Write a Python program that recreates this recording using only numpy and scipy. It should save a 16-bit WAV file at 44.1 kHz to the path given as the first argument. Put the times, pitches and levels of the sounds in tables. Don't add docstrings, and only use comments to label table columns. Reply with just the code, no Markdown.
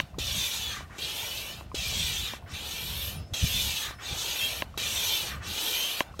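import sys
import numpy as np
from scipy import signal
from scipy.fft import rfft, irfft
from scipy.io import wavfile
from scipy.ndimage import uniform_filter1d, map_coordinates

SR = 44100
rng = np.random.default_rng(int(sys.argv[2]) if len(sys.argv) > 2 else 0)


def wav_out(sig):
    wavfile.write(sys.argv[1], SR, np.round(np.clip(np.atleast_2d(sig).T, -1, 1) * 32767).astype(np.int16))


N = 273420

# (piston starts [s], valve opens [s], hardest effort [s], easing off [s], piston stops [s],
#  jet at opening [dB], jet at hardest [dB], jet at easing off [dB], jump at opening [dB],
#  base eddy pitch [Hz], pressure peak [s], fizz at that peak relative to the jet [dB],
#  brightness at opening [dB], brightness at easing off [dB], barrel noise [dB], puff near the top [dB])
STROKES = [ (-.8, -.7, -.3, 0.0, .05, -39, -33, -40, 0, 3200, -.3, -6, -6, -8, -50, -47),
           (.1, .187, .41, .72, .89, -36, -32.5, -37.5, 33, 3400, .4, -8.5, -5.5, -6, -50, -42),
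           (.9, .984, 1.17, 1.5, 1.71, -38.5, -36, -41.5, 15, 3050, 1.3, -5, -9, -6.5, -51, -49),
           (1.7, 1.747, 2.0, 2.28, 2.43, -37.5, -32, -35, 28, 3330, 2.0, -10.5, -6.5, -6, -51, -47),
           (2.46, 2.54, 2.72, 3.08, 3.28, -40, -38.5, -39.5, 6, 3250, 3.02, -1, -7.5, -6.5, -52, -50),
           (3.28, 3.337, 3.6, 3.82, 3.99, -34.5, -32, -33.5, 30, 3450, 3.52, -7, -3, -6, -50, -42),
           (3.985, 4.06, 4.46, 4.61, 4.67, -38.5, -32.5, -40, 2, 3380, 4.4, -5.5, -4, -10, -48.5, -45),
           (4.72, 4.777, 5.12, 5.28, 5.44, -33, -31, -37.5, 30, 3400, 5.05, -5.5, -6, -5, -47, -42),
           (5.405, 5.48, 5.66, 6.0, 6.06, -39.5, -32, -36, 0, 3200, 5.65, -4.5, -5, -8, -47, -45),
           (6.12, 6.194, 6.4, 6.7, 6.9, -35, -32, -36, 26, 3200, 6.4, -9, -7, -6, -49, -43), ]
# (frequency [Hz], level [dB])
JET_SPECTRUM = [(650, -54), (1100, -19.5), (1580, -37), (1980, -8), (2160, -12.5), (2390, -3), (2890, -5),
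                (3180, -5), (3990, -3), (4780, -6), (6470, -5.5), (10600, -16), (13800, -13), (22000, -120)]

ROD_HZ, MODE_WIDTH_HZ = 297.5, 75


def from_db(db):
    return 10 ** (np.asarray(db) / 20)


def rms_one(x):
    return x / np.sqrt(np.mean(x ** 2) + 1e-20)


def bump(at_s, width_s):
    return np.exp(-.5 * ((np.arange(N) / SR - at_s) / width_s) ** 2)


def drift(rate_hz):
    step = 40
    r = np.exp(-2 * np.pi * step * rate_hz / SR)
    slow = signal.lfilter([1], [1, -2 * r, r * r], rng.standard_normal(N // step + 2002))[2000:]
    return np.interp(np.arange(N) / step, np.arange(len(slow)), rms_one(slow))


def turbulence(spectrum, flicker_db, bands):
    hz, level_db = np.transpose(spectrum)
    bin_hz = np.arange(N // 2 + 1) * SR / N + 1e-3
    colour = from_db(np.interp(np.log(bin_hz), np.log(hz), level_db, -90, -90))
    shaped = rfft(rng.standard_normal(N)) * colour
    band_position = bands * np.log(bin_hz / hz[0]) / np.log(hz[-1] / hz[0])
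    out, together = 0, drift(11.1)
    for k in range(bands + 1):
        band = irfft(shaped * np.clip(1 - abs(band_position - k), 0, 1), N)
        flicker = .3 * together + .7 * drift(5) + .7 * drift(18)
        out = out + band * from_db(flicker_db * flicker)
    return rms_one(out)


def ring(drive, hz, ring_s):
    r, w = from_db(-60 / (ring_s * SR)), 2 * np.pi * hz / SR
    return signal.lfilter([0, np.sin(w)], [1, -2 * r * np.cos(w), r * r], drive + 1e-18)


def add(out, at_s, sound):
    i = round(at_s * SR)
    out[i:i + len(sound)] += sound[:N - i]


def sea():
    # (frequency [Hz], level [dB])
    wash_spectrum = [(120, -38), (200, -4.5), (456, -11.5), (538, -11), (735, -7.5), (836, -17),
                     (16000, -37)]
    return from_db(-56.5) * turbulence(wash_spectrum, flicker_db=3.0, bands=6)


def wind():
    # (time [s], level [dB])
    breeze = [(0, -43), (.08, -54), (.17, -37), (.4, -40), (.5, -51), (.82, -45), (1.28, -49), (1.76, -43),
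              (1.93, -35), (2.07, -37), (2.28, -49), (2.84, -43), (3.2, -38), (3.29, -50), (3.4, -47),
              (3.57, -34), (3.8, -49), (4.4, -48), (4.8, -44), (5.2, -50), (5.33, -38), (5.55, -49),
              (5.92, -55), (6.2, -45)]
    # (time [s], rise above the breeze [dB])
    gusts = [(.03, 8), (1.8, 8), (2.23, 6), (2.52, 7), (2.64, 5), (3.325, 12), (3.44, 21), (4.12, 11),
             (5.49, 7)]
    # (frequency [Hz], level [dB])
    rumble_spectrum = [(13, -44), (22, -14), (71, 4.5), (139, -5), (198, -10), (300, -24), (520, -34),
                       (880, -120)]
    breeze_db = np.interp(np.arange(N) / SR, *np.transpose(breeze))
    gust_db = sum(db * bump(at_s, width_s=.015) for at_s, db in gusts)
    return from_db(breeze_db + gust_db) * turbulence(rumble_spectrum, flicker_db=2.5, bands=3)


def whistles():
    # (start [s], end [s], pitch [Hz], level [dB])
    tones = [(3.1, 3.3, 5100, -59), (3.1, 3.34, 5250, -63), (3.11, 3.2, 9530, -54), (3.1, 3.22, 9750, -56),
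             (3.92, 4.08, 5250, -59), (3.92, 4.03, 9750, -67), (4.385, 4.5, 3215, -28),
             (4.37, 4.41, 3560, -32), (3.5, 3.66, 3500, -31), (.36, .5, 3570, -34), (.6, .72, 3400, -36),
             (2.93, 3.06, 3570, -38), (1.93, 2.06, 3290, -34), (5.08, 5.2, 3560, -33),
             (4.45, 4.6, 6340, -47), (5.05, 5.2, 3125, -35), (5.68, 5.95, 3124, -33),
             (5.74, 5.92, 6340, -42)]
    out = np.zeros(N)
    waver, strength = 1 + .0032 * drift(31), from_db(1.5 * drift(30))
    for start, end, hz, level_db in tones:
        on = slice(round(start * SR), round(end * SR))
        tone = strength[on] * np.sin(2 * np.pi * np.cumsum(hz * waver[on]) / SR)
        add(out, start, from_db(level_db) * tone * signal.windows.tukey(len(tone), .6))
    return out


def valve_flap():
    # (time [s], level [dB], pitch [Hz])
    ticks = [(0.143, -42.5, 1040), (0.897, -47, 972), (1.716, -35, 1025), (2.424, -46, 880),
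             (3.99, -48, 1400), (4.741, -39.5, 1120), (5.416, -45, 1360), (6.14, -40.5, 1090)]
    # (time [s], level [dB])
    pops = [(0.182, -28.5), (0.984, -41), (1.742, -29), (3.332, -54), (4.774, -36.5), (6.192, -28.5)]
    out, click = np.zeros(N), signal.unit_impulse(SR // 10)
    soft_click = signal.lfilter([.12], [1, -.88], click)
    for at_s, level_db, hz in ticks:
        body = ring(soft_click, hz, .035) - .6 * ring(soft_click, 1.2 * hz, .03)
        snap = .15 * ring(click, 2.3 * hz, .012)
        add(out, at_s, from_db(level_db + 5) * (body + snap))
    pop = ring(ring(click, hz=420, ring_s=.008), hz=420, ring_s=.008)
    for at_s, level_db in pops:
        add(out, at_s + .0013, -from_db(level_db + 4) * pop / pop.max())
    return out


def piston_knocks():
    # (time [s], level [dB], brightness added to the high tones [dB])
    hits = [(0.0, -22.5, 1), (0.805, -32, -47), (1.608, -33, -19), (2.334, -27.5, -15), (3.906, -33, -16.5),
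            (4.621, -20.5, -6), (6.005, -14, -7)]
    # (pitch [Hz], level [dB], ring time [s])
    barrel_modes = [(319, -3, 0.016), (571, -0.5, .022), (1037, -5, 0.018), (1590, 6, 0.012),
                    (2340, 12, 0.0065), (3205, 12, 0.004), (6300, 3, 0.014)]
    out, blow = np.zeros(N), np.zeros(SR // 8)
    blow[:8] = np.hanning(10)[1:-1] / 4.5
    blow[46:54] = .6 * blow[:8]
    for at_s, level_db, bright_db in hits:
        for k, (hz, mode_db, ring_s) in enumerate(barrel_modes):
            is_high = hz > 1500
            delay_s = .0006 if is_high else .0017
            gain = (-1) ** k * from_db(level_db + mode_db + bright_db * is_high)
            add(out, at_s + delay_s, gain * ring(blow, hz, ring_s))
    return out


def handle_height():
    starts, stops = [row[0] for row in STROKES], [row[4] for row in STROKES]
    turns = [(stop + start) / 2 for stop, start in zip(stops, starts[1:])] + [stops[-1]]
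    return np.interp(np.arange(N) / SR, turns, np.arange(len(turns)) % 2)


def ground_echo(sound, share):
    down_ms, up_ms = 1.34, 2.7
    lag = (down_ms + (up_ms - down_ms) * handle_height()) * SR / 1000
    dull = signal.sosfilt(signal.butter(1, 7000, fs=SR, output="sos"), sound)
    return sound + share * map_coordinates(dull, [np.arange(N) - lag], order=3)


def pumping():
    still_db, jump_s, burst_s = -80.0, .004, .01
    leak_power, slowing_power = 1.3, 2.0
    drain_drop_db, drain_db_per_s = 13, 135
    eddy_hz_per_db, eddy_travel_hz, eddy_lowest_hz = 22, 500, 2800
    fizz_open_db, fizz_sag_db, fizz_rest_db = -16, 2.0, -11
    leak_bright_db, push_bright_db, pull_bright_db = -2, -5, -3.5
    burst_hz, burst_fizz_db, burst_rush_db = 400, 7, 10
    t, height = np.arange(N) / SR, handle_height()
    jet_db, hardest_db, eddy_hz, bright_db, fizz_db, barrel_db, pushing = np.full((7, N), still_db)
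    puff_power, bursts = np.zeros((2, N))
    for k, (start, opens, hard, ease, stop, open_db, hard_db, ease_db, jump_db, base_hz, peak,
            peak_fizz_db, bright_open_db, bright_ease_db, low_db, puff_db) in enumerate(STROKES):
        on, pull = t >= start, k % 2
        lifts = opens - jump_s

        leak = np.clip((t - start) / (opens - start), 1e-4, 1)
        speed = np.clip((stop - t) / (stop - ease), 1e-4, 1)
        level_db = np.interp(t, [lifts, opens, hard, ease], [open_db - jump_db, open_db, hard_db, ease_db])
        level_db += 20 * np.log10(leak ** leak_power * speed ** slowing_power)
        drain_db = np.where(t > ease, ease_db - drain_drop_db - drain_db_per_s * (t - ease), still_db)
        level_db = np.maximum(level_db, drain_db)
        jet_db = np.maximum(jet_db, level_db)

        burst = (t >= lifts) * np.exp(-np.maximum(t - opens, 0) / burst_s)
        pitch_hz = base_hz + eddy_hz_per_db * (level_db - hard_db) + eddy_travel_hz * (height - .5)
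        eddy_hz[on] = np.maximum(pitch_hz + burst_hz * burst, eddy_lowest_hz)[on]

        rise = np.clip((t - opens) / (peak - opens), 0, 1) ** .6
        sag_db = np.interp(t, [peak, ease, stop], [0, -fizz_sag_db, fizz_rest_db - peak_fizz_db])
        fizz_db[on] = (fizz_open_db + (peak_fizz_db - fizz_open_db) * rise + sag_db)[on]

        bright_peak_db = pull_bright_db if pull else push_bright_db
        bright_steps_db = [leak_bright_db, bright_open_db, bright_peak_db, bright_ease_db]
        bright_db[on] = np.interp(t, [lifts, opens, peak, ease], bright_steps_db)[on]
        hardest_db[on], barrel_db[on], pushing[on] = hard_db, low_db, 1 - pull
        bursts += pull * burst

        puff = bump(stop - .12, width_s=.034) if pull else on * bump(start + .03, width_s=.034)
        puff_power += from_db(2 * puff_db) * puff

    swing_db = jet_db - hardest_db
    whoosh_db = barrel_db - 2.5 + .4 * swing_db
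    whoosh_db = 10 * np.log10(from_db(2 * whoosh_db) + puff_power)
    rush_db = barrel_db + .35 * swing_db + 2.0 * pushing + burst_rush_db * bursts
    fizz_db += burst_fizz_db * bursts
    return jet_db, eddy_hz, bright_db, whoosh_db - jet_db, rush_db - jet_db, fizz_db


def valve_fizz(fizz_db):
    # (frequency [Hz], level [dB])
    hiss_spectrum = [(5760, -20), (9800, -2), (10300, -11.5), (11000, -3), (12600, -3.5), (16000, -8.5)]
    pull_hz, push_hz, ring_s = 12120, 12420, .0011
    pulling = np.gradient(handle_height()) > 0
    noise = rng.standard_normal(N)
    on_pull, on_push = (rms_one(ring(ring(noise, hz, ring_s), hz, ring_s)) for hz in (pull_hz, push_hz))
    hiss = turbulence(hiss_spectrum, flicker_db=1.7, bands=3)
    gap_tone = from_db(2.2 * drift(8.2)) * np.where(pulling, on_pull, on_push)
    tone_share = np.clip((fizz_db + 10.5) / 14, 0, .7)
    return from_db(fizz_db) * (np.sqrt(1 - tone_share) * hiss + np.sqrt(tone_share) * gap_tone)


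def rod_modes(eddy_hz, first, count, flicker_db, boost_db):
    jet_hz, jet_db = np.transpose(JET_SPECTRUM)
    out, ring_s = 0, np.log(1000) / (np.pi * MODE_WIDTH_HZ)
    for hz in ROD_HZ * (first + np.arange(count)):
        nearness = np.exp(-.5 * ((hz - eddy_hz) / 450) ** 2)
        base_db = np.interp(np.log(hz), np.log(jet_hz), jet_db)
        gain_db = base_db + boost_db * nearness + flicker_db * np.tanh(drift(9.1))
        out = out + from_db(gain_db) * ring(rng.standard_normal(N), hz, ring_s)
    return out


def barrel_noise(jet_db, whoosh_db, rush_db):
    # (frequency [Hz], level [dB])
    rush_spectrum = [(130, -22), (220, -8), (323, -4.5), (903, -1.5), (998, -3), (1200, -9), (1560, -5),
                     (2640, -120)]
    full_jet_hz, hz_per_db = 1950, 35
    eddy_hz = np.maximum(full_jet_hz + hz_per_db * (jet_db - jet_db.max()), 4 * ROD_HZ)
    band_filter = signal.butter(2, [1150, 2150], "band", fs=SR, output="sos")
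    breath = signal.sosfilt(band_filter, rng.standard_normal(N))
    tones = rms_one(rod_modes(eddy_hz, first=4, count=3, flicker_db=4.0, boost_db=8.0))
    whoosh = rms_one(rms_one(breath) + .9 * tones)
    rush = turbulence(rush_spectrum, flicker_db=2.0, bands=5)
    return from_db(whoosh_db) * whoosh + from_db(rush_db) * rush


def air_jet(eddy_hz, bright_db):
    noise_bins = rfft(turbulence(JET_SPECTRUM, flicker_db=4.0, bands=6))
    bin_hz = np.arange(N // 2 + 1) * SR / N
    treble_share = np.clip((bin_hz - 4500) / 400, 0, 1)
    tones = rod_modes(eddy_hz, first=8, count=8, flicker_db=4.5, boost_db=9.0)
    tones /= np.sqrt(uniform_filter1d(tones ** 2, size=5000))
    middle = .88 * tones + .47 * rms_one(irfft(noise_bins * (1 - treble_share), N))
    high_tones = rms_one(rod_modes(1.8 * eddy_hz, first=16, count=14, flicker_db=7.0, boost_db=4.0))
    treble = .8 * high_tones + .6 * rms_one(irfft(noise_bins * treble_share, N))
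    return middle + from_db(bright_db) * treble


def airflow():
    jet_db, eddy_hz, bright_db, whoosh_db, rush_db, fizz_db = pumping()
    jet = ground_echo(air_jet(eddy_hz, bright_db), share=.45)
    barrel = ground_echo(barrel_noise(jet_db, whoosh_db, rush_db), share=.3)
    return from_db(jet_db) * (jet + barrel + valve_fizz(fizz_db))


def scene():
    shore = sea()
    pump = airflow() + whistles() + piston_knocks() + valve_flap()
    return np.tile(pump + wind() + shore, (2, 1))


def record(dry):
    cutoff_hz = 15850
    return signal.sosfilt(signal.ellip(14, .3, 70, cutoff_hz, fs=SR, output="sos"), dry)


dry = scene()
out = record(dry)
wav_out(out)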